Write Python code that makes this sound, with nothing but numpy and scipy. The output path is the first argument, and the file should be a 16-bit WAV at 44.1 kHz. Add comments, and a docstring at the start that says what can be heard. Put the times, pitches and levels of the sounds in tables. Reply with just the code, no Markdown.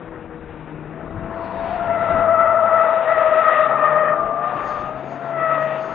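"""A tight corner on a circuit, heard from the trackside as small hatchbacks take it one after another.
Furthest back lie road roar and engines, with wind gusting on the microphone. The sliding tyres scrub,
hiss and howl; in front, their tread blocks stick and slip in a squeal that wobbles with each wheel turn.
The single microphone is fed louder to the left. The scene sounds dull, cut steeply above about 4 kHz,
where only faint patches of thin bright hiss come and go."""
import sys
import numpy as np
from scipy import signal
from scipy.io import wavfile

SR = 44100
rng = np.random.default_rng(int(sys.argv[2]) if len(sys.argv) > 2 else 0)


def waveform_to_disk(signal):
    """Save audio, clipped to [-1, 1], as 16-bit WAV at the path in sys.argv[1]."""
    frames = np.transpose(np.atleast_2d(signal))
    scaled = np.clip(frames, -1, 1) * 32767
    samples = np.round(scaled).astype(np.int16)
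    wavfile.write(sys.argv[1], SR, samples)


N = 262035

# wind on the microphone between gusts: (time [s], level [dB])
BREEZE_LEVEL = [(0, -42), (1.0, -47), (1.6, -40.5), (2.3, -45), (2.95, -59.5), (3.6, -61.5), (4.4, -57),
                (4.8, -44), (5.35, -66.5), (5.94, -58.5)]
# gusts on the microphone: (peak time [s], peak level [dB], half length [s])
WIND_GUSTS = [(0.51, -45, .12), (1.21, -35.5, 0.14), (1.75, -38.5, 0.12), (2.16, -32.5, 0.096),
              (2.45, -43, 0.1), (3.22, -48, .15), (3.94, -53.5, 0.11), (4.27, -45.5, .1), (4.62, -44, .12),
              (4.95, -47, 0.053), (5.93, -44, .06)]
# road roar of the pack: (time [s], level [dB])
ROAD_LEVEL = [(0, -42.5), (0.45, -43.5), (0.8, -39.5), (1.25, -39), (1.42, -39.5), (1.8, -39), (2.12, -33),
              (2.45, -39), (3.3, -43), (4.05, -38.5), (4.35, -40), (5.94, -39)]
# spectra of wind, road roar, rubber scrub and tread hiss: (frequency [Hz], relative density [dB])
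WIND_SPECTRUM = [(12, -36.5), (20, -6), (86, -8.5), (184, -11.5), (239, -11), (280, -18.5), (300, -3.5),
                 (390, -37), (660, -120)]
ROAD_SPECTRUM = [(60, -13), (110, -6.5), (200, 2), (400, 0), (700, -12.5), (1200, -20), (2200, -21)]
SCRUB_SPECTRUM = [(300, -19.5), (550, 3.5), (900, 2.5), (1050, 0), (1250, -2.5), (1600, 0), (1900, -15),
                  (2400, -33.5)]
HISS_SPECTRUM = [(1400, -5), (1900, -6), (2500, -2.5), (3000, -14.5), (3500, -18), (3900, -9.5),
                 (4400, -24)]
# two colours of thin bright hiss, one spectrum each: (frequency [Hz], relative density [dB])
PATCH_SPECTRA = [
    [(3800, 7), (4400, -5), (4700, -33)],
    [(3900, 9.5), (5000, -12), (5800, -35.5), (6900, 7.5), (7500, -11)],
]
# faint patches of that hiss: (peak time [s], peak level [dB], half length [s], colour [index])
TREBLE_PATCHES = [(1.63, -51.5, 0.22, 0), (4.72, -47, 0.14, 1), (5.15, -54, 0.2, 1), (5.65, -57, 0.099, 1),
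                  (5.93, -49.5, 0.25, 1)]
# one curve per engine: (time [s], firing rate [Hz], 1st order [dB], 2nd [dB], 3rd [dB])
ENGINE_CURVES = [
    [(0.0, 164, -44, -44.5, -44), (0.4, 159.2, -50, -44.5, -43.5), (0.74, 152.8, -39, -43.5, -53),
     (1.34, 163.3, -50, -40, -47), (1.75, 167, -46.5, -46.5, -55)],
    [(1.3, 97.6, -43.5, -47.5, -64), (1.6, 93.5, -51, -42.5, -60.5), (2.0, 99, -42, -49, -65.5),
     (2.15, 99.8, -40, -52, -61), (2.4, 103.1, -44.5, -50.5, -46), (2.8, 107, -49.5, -48, -68)],
    [(3.1, 134.5, -49, -53, -49.5), (3.54, 127.9, -57, -49.5, -51), (3.67, 134.2, -45.5, -46.5, -50.5),
     (3.91, 149.6, -40, -47, -44), (4.08, 157.4, -40.5, -56.5, -41), (4.3, 149.8, -50.5, -55, -39)],
    [(4.55, 145.4, -45, -50, -52), (4.66, 133.6, -48, -61, -43.5), (4.82, 132.6, -46.5, -47.5, -66),
     (5.48, 143.2, -40, -47, -54.5), (5.59, 146, -38.5, -43, -67), (5.9, 138.9, -47.5, -66, -63)],
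]
# how hard the pack slides sideways: (time [s], scrub level [dB], hiss level [dB])
SLIDE_LEVELS = [(0, -40.5, -57), (0.36, -45, -60), (0.52, -42.5, -52), (0.8, -43.5, -60), (1.25, -38, -59),
                (1.67, -33.5, -45.5), (2.0, -34, -43), (2.18, -27.5, -46.5), (2.38, -33, -60),
                (2.93, -29, -44), (3.22, -26, -42), (3.54, -27.5, -37), (3.94, -27.5, -51.5),
                (4.15, -32, -58), (4.38, -36, -53.5), (4.6, -30, -44.5), (5.04, -39, -51.5),
                (5.34, -33, -51.5), (5.56, -30, -43), (5.94, -32.5, -50.5)]
# tread on the edge of squealing, sinking as the cars slow: (time [s], centre [Hz], level [dB])
HOWL_CURVE = [(1.15, 1086, -54.5), (1.4, 997, -36), (1.9, 932.4, -37), (2.9, 899.5, -29.5),
              (3.2, 875, -38.5), (3.8, 838.3, -42), (4.6, 760.5, -36), (5.1, 734.8, -39.5), (5.3, 734, -55)]
# one curve per squealing tyre: (time [s], slip rate [Hz], 1st harmonic [dB], 2nd [dB], 3rd [dB])
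SQUEAL_CURVES = [
    [(0.95, 654.6, -44.5, -56.5, -71), (1.2, 663, -39, -51, -58), (1.39, 666, -33, -48, -57),
     (1.5, 664, -36, -51, -57), (1.6, 668, -27, -47.5, -57), (1.8, 672, -33.5, -46, -62.5)],
    [(1.64, 750.3, -38.5, -56, -60.5), (1.71, 712, -27.5, -48, -57), (1.8, 695.5, -26.5, -37.5, -53),
     (1.93, 674.4, -22.5, -29.5, -38.5), (2.29, 659.5, -17.5, -23.5, -39.5), (2.42, 660.2, -18.5, -17, -31),
     (2.63, 656.6, -19.5, -21.5, -42), (2.8, 656.4, -18.5, -17.5, -30), (2.98, 653.7, -18, -26.5, -38.5),
     (3.04, 651.6, -23.5, -31.5, -43.5), (3.12, 652.5, -19, -23, -29), (3.28, 648, -23.5, -27, -36),
     (3.5, 643.2, -25, -18.5, -32)],
    [(3.07, 632.5, -25, -26.5, -36.5), (3.2, 627.7, -23.5, -27.5, -41), (3.35, 630.5, -17.5, -25.5, -38),
     (3.47, 626.8, -27.5, -23, -28.5), (3.59, 622.7, -18.5, -20.5, -33), (3.74, 610.2, -29, -24, -37),
     (3.85, 608, -22.5, -20.5, -28), (3.97, 617.4, -19.5, -21.5, -31), (4.09, 614, -20, -26, -27),
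     (4.2, 598.2, -30, -22.5, -45.5), (4.32, 599.7, -36, -28, -67), (4.44, 600.6, -34, -24.5, -40.5),
     (4.6, 598.3, -36, -28, -49.5), (4.84, 607.5, -35.5, -28.5, -49), (5.03, 644, -34, -47.5, -74),
     (5.17, 680, -38, -47, -67)],
    [(3.5, 647.2, -25, -38.5, -28), (3.63, 637.3, -24, -22, -31), (3.76, 643.2, -26, -27, -40.5),
     (3.88, 620.6, -26.5, -24.5, -41.5), (4.01, 629.3, -36, -24.5, -38), (4.14, 649, -26, -27.5, -48),
     (4.3, 668, -27.5, -57, -72), (4.52, 724.6, -30.5, -44.5, -57)],
    [(5.15, 697.3, -39, -57, -66), (5.29, 673.5, -28, -39, -55), (5.41, 653, -25, -25.5, -31),
     (5.54, 644.5, -22.5, -22, -32.5), (5.68, 632.2, -22.5, -33.5, -34.5), (5.81, 637, -27, -37, -50),
     (5.94, 661.4, -34, -37.5, -61)],
]
# one row per tyre: (wheel rate [turns/s], wobble [share], pitch jitter [Hz], blocks out of step [share])
WHEEL_SETTINGS = [(7.5, .002, 1.47, 0.15), (10.7, 0.016, 2.46, 0.28), (8., 0.0055, 3.14, 0.25),
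                  (12, 0.0099, 3.073, 0.42), (9.8, .004, 2.11, 0.2)]

LEFT_OVER_RIGHT_DB, OVERLOAD_AMPLITUDE = 9.0, 0.72
DULL_STOPBAND_HZ, OUTPUT_STOPBAND_HZ = 4350, 7700


def from_db(db):
    """Decibels to gain."""
    return 10 ** (np.asarray(db) / 20)


def unit_rms(x):
    """Scale to an rms of 1."""
    return x / np.sqrt(np.mean(x ** 2) + 1e-20)


def curves(rows):
    """Columns of a time table, sample by sample."""
    times, *columns = np.transpose(rows)
    return [np.interp(np.arange(N) / SR, times, column) for column in columns]


def gate(rows, fade_s):
    """1 while the table lasts, fading in and out just outside it."""
    start, end = rows[0][0], rows[-1][0]
    return np.interp(np.arange(N) / SR, [start - fade_s, start, end, end + fade_s], [0, 1, 1, 0])


def swells(rows):
    """Gain of bell-shaped swells, summed in power."""
    t = np.arange(N) / SR
    bells = [from_db(db) * np.exp(-((t - peak_s) / half_s) ** 2) for peak_s, db, half_s in rows]
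    return np.sqrt(sum(bell ** 2 for bell in bells))


def drift(rate_hz):
    """Slow random wander of rms 1: noise through a double one-pole low-pass."""
    step, settle = 10, 4000
    pole = np.exp(-2 * np.pi * rate_hz * step / SR)
    white = rng.standard_normal(N // step + settle + 2)
    slow = signal.lfilter([1], [1, -2 * pole, pole * pole], white)[settle:]
    return np.interp(np.arange(N) / step, np.arange(len(slow)), unit_rms(slow))


def coloured_noise(spectrum, flicker_db, flicker_hz, per_octave=3):
    """Noise bands that flicker partly together, partly each on its own; rms 1."""
    hz, level_db = np.transpose(spectrum)
    edges = hz[0] * 2 ** np.arange(0, np.log2(hz[-1] / hz[0]) + 1 / per_octave, 1 / per_octave)
    together = drift(flicker_hz)
    white = rng.standard_normal((2, N))
    noise = 0
    for k, (low, high) in enumerate(zip(edges, edges[1:])):
        band = signal.sosfilt(signal.butter(2, [low, high], "band", fs=SR, output="sos"), white[k % 2])
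        band_db = np.interp(np.log(low * high) / 2, np.log(hz), level_db)
        flicker = together + 1.2 * drift(flicker_hz)
        noise += from_db(band_db + flicker_db * flicker) * band
    return unit_rms(noise)


def harmonics(hz, levels_db, ragged, spread_hz, sag=0):
    """Harmonics of one rate; parts out of step add a noisy skirt, wider on higher ones, flat by sag."""
    phase = 2 * np.pi * np.cumsum(hz) / SR
    tone = 0
    for k, level_db in enumerate(levels_db, 1):
        skirt = (drift(k * spread_hz) + 1j * drift(k * spread_hz)) * np.exp(-1j * k * sag * phase)
        weight = ragged * k ** 0.81
        envelope = (1 + weight * skirt) / np.sqrt(1 + 2 * weight ** 2)
        tone += np.sqrt(2) * from_db(level_db) * np.real(envelope * np.exp(1j * k * phase))
    return tone


def treble_patches(colour):
    """Faint patches of thin bright hiss that come and go above about 4 kHz."""
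    hiss = coloured_noise(PATCH_SPECTRA[colour], flicker_db=1.8, flicker_hz=10, per_octave=9)
    hiss = signal.sosfilt(signal.cheby2(8, 50, 3500, "high", fs=SR, output="sos"), hiss)
    return swells([row[:3] for row in TREBLE_PATCHES if row[3] == colour]) * hiss


def road_roar():
    """Low roar of the whole pack rolling on the asphalt."""
    level_db, = curves(ROAD_LEVEL)
    return from_db(level_db) * coloured_noise(ROAD_SPECTRUM, flicker_db=0.77, flicker_hz=4.1)


def wind():
    """Breeze and gusts rumbling on the microphone."""
    breeze_db, = curves(BREEZE_LEVEL)
    gain = np.hypot(from_db(breeze_db), swells(WIND_GUSTS))
    return gain * coloured_noise(WIND_SPECTRUM, flicker_db=1, flicker_hz=11)


def engine(rows):
    """The low exhaust orders of one car, its firing slightly uneven."""
    firing_hz, *levels_db = curves(rows)
    firing_hz += 0.37 * drift(8)
    return gate(rows, fade_s=0.3) * harmonics(firing_hz, levels_db, ragged=0.13, spread_hz=9.1)


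def tyre_scrub():
    """Rubber sliding sideways: a rough scrub with tread hiss above it."""
    scrub_db, hiss_db = curves(SLIDE_LEVELS)
    scrub = from_db(scrub_db) * coloured_noise(SCRUB_SPECTRUM, flicker_db=1.38, flicker_hz=29)
    hiss = from_db(hiss_db) * coloured_noise(HISS_SPECTRUM, flicker_db=1.63, flicker_hz=7)
    return scrub + hiss


def tyre_howl():
    """Tread blocks slipping all out of step: noise gathered round a sinking centre."""
    centre_hz, level_db = curves(HOWL_CURVE)
    return gate(HOWL_CURVE, fade_s=0.1) * harmonics(centre_hz, [level_db], ragged=30, spread_hz=97)


def tyre_squeal(rows, turns_per_s, wobble, jitter_hz, ragged):
    """Stick-slip of the tread: the rate creeps up and drops back once per wheel turn."""
    slip_hz, *levels_db = curves(rows)
    levels_db += [levels_db[-1] - 16.5, levels_db[-1] - 27.5]  # 4th and 5th harmonics follow the 3rd
    wheel_angle = 2 * np.pi * np.cumsum(turns_per_s * (1 + 0.063 * drift(1.3))) / SR
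    creep = np.sin(wheel_angle) - 0.5 * np.sin(2 * wheel_angle)
    asphalt_grain_hz = jitter_hz * drift(25.2)
    slip_hz = slip_hz * (1 + wobble * creep) + asphalt_grain_hz
    throb = from_db(np.cos(wheel_angle))  # the grip varies round the tyre
    tone = harmonics(slip_hz, levels_db, ragged, spread_hz=42, sag=0.02)
    return gate(rows, fade_s=0.046) * throb * tone


def scene():
    """One trackside microphone, louder on the left; the treble patches sit in the middle."""
    squeals = sum(tyre_squeal(rows, *wheel) for rows, wheel in zip(SQUEAL_CURVES, WHEEL_SETTINGS))
    engines = sum(engine(rows) for rows in ENGINE_CURVES)
    mic = squeals + engines + tyre_howl() + wind() + road_roar() + tyre_scrub()
    mic = mic / (1 + (mic / OVERLOAD_AMPLITUDE) ** 4) ** 0.25  # the input stage rounds the peaks
    dull = signal.sosfilt(signal.cheby2(16, 70, DULL_STOPBAND_HZ, fs=SR, output="sos"), mic)
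    right = from_db(-LEFT_OVER_RIGHT_DB)
    balance = np.array([[1], [right]]) * 2 / (1 + right)
    return balance * dull + treble_patches(colour=0) + treble_patches(colour=1)


def record(dry):
    """Low cut at 28 Hz and a steep cut of the top treble."""
    dry = signal.sosfilt(signal.butter(2, 28, "high", fs=SR, output="sos"), dry)
    return signal.sosfilt(signal.cheby2(12, 70, OUTPUT_STOPBAND_HZ, fs=SR, output="sos"), dry)


dry = scene()
out = record(dry)
waveform_to_disk(out)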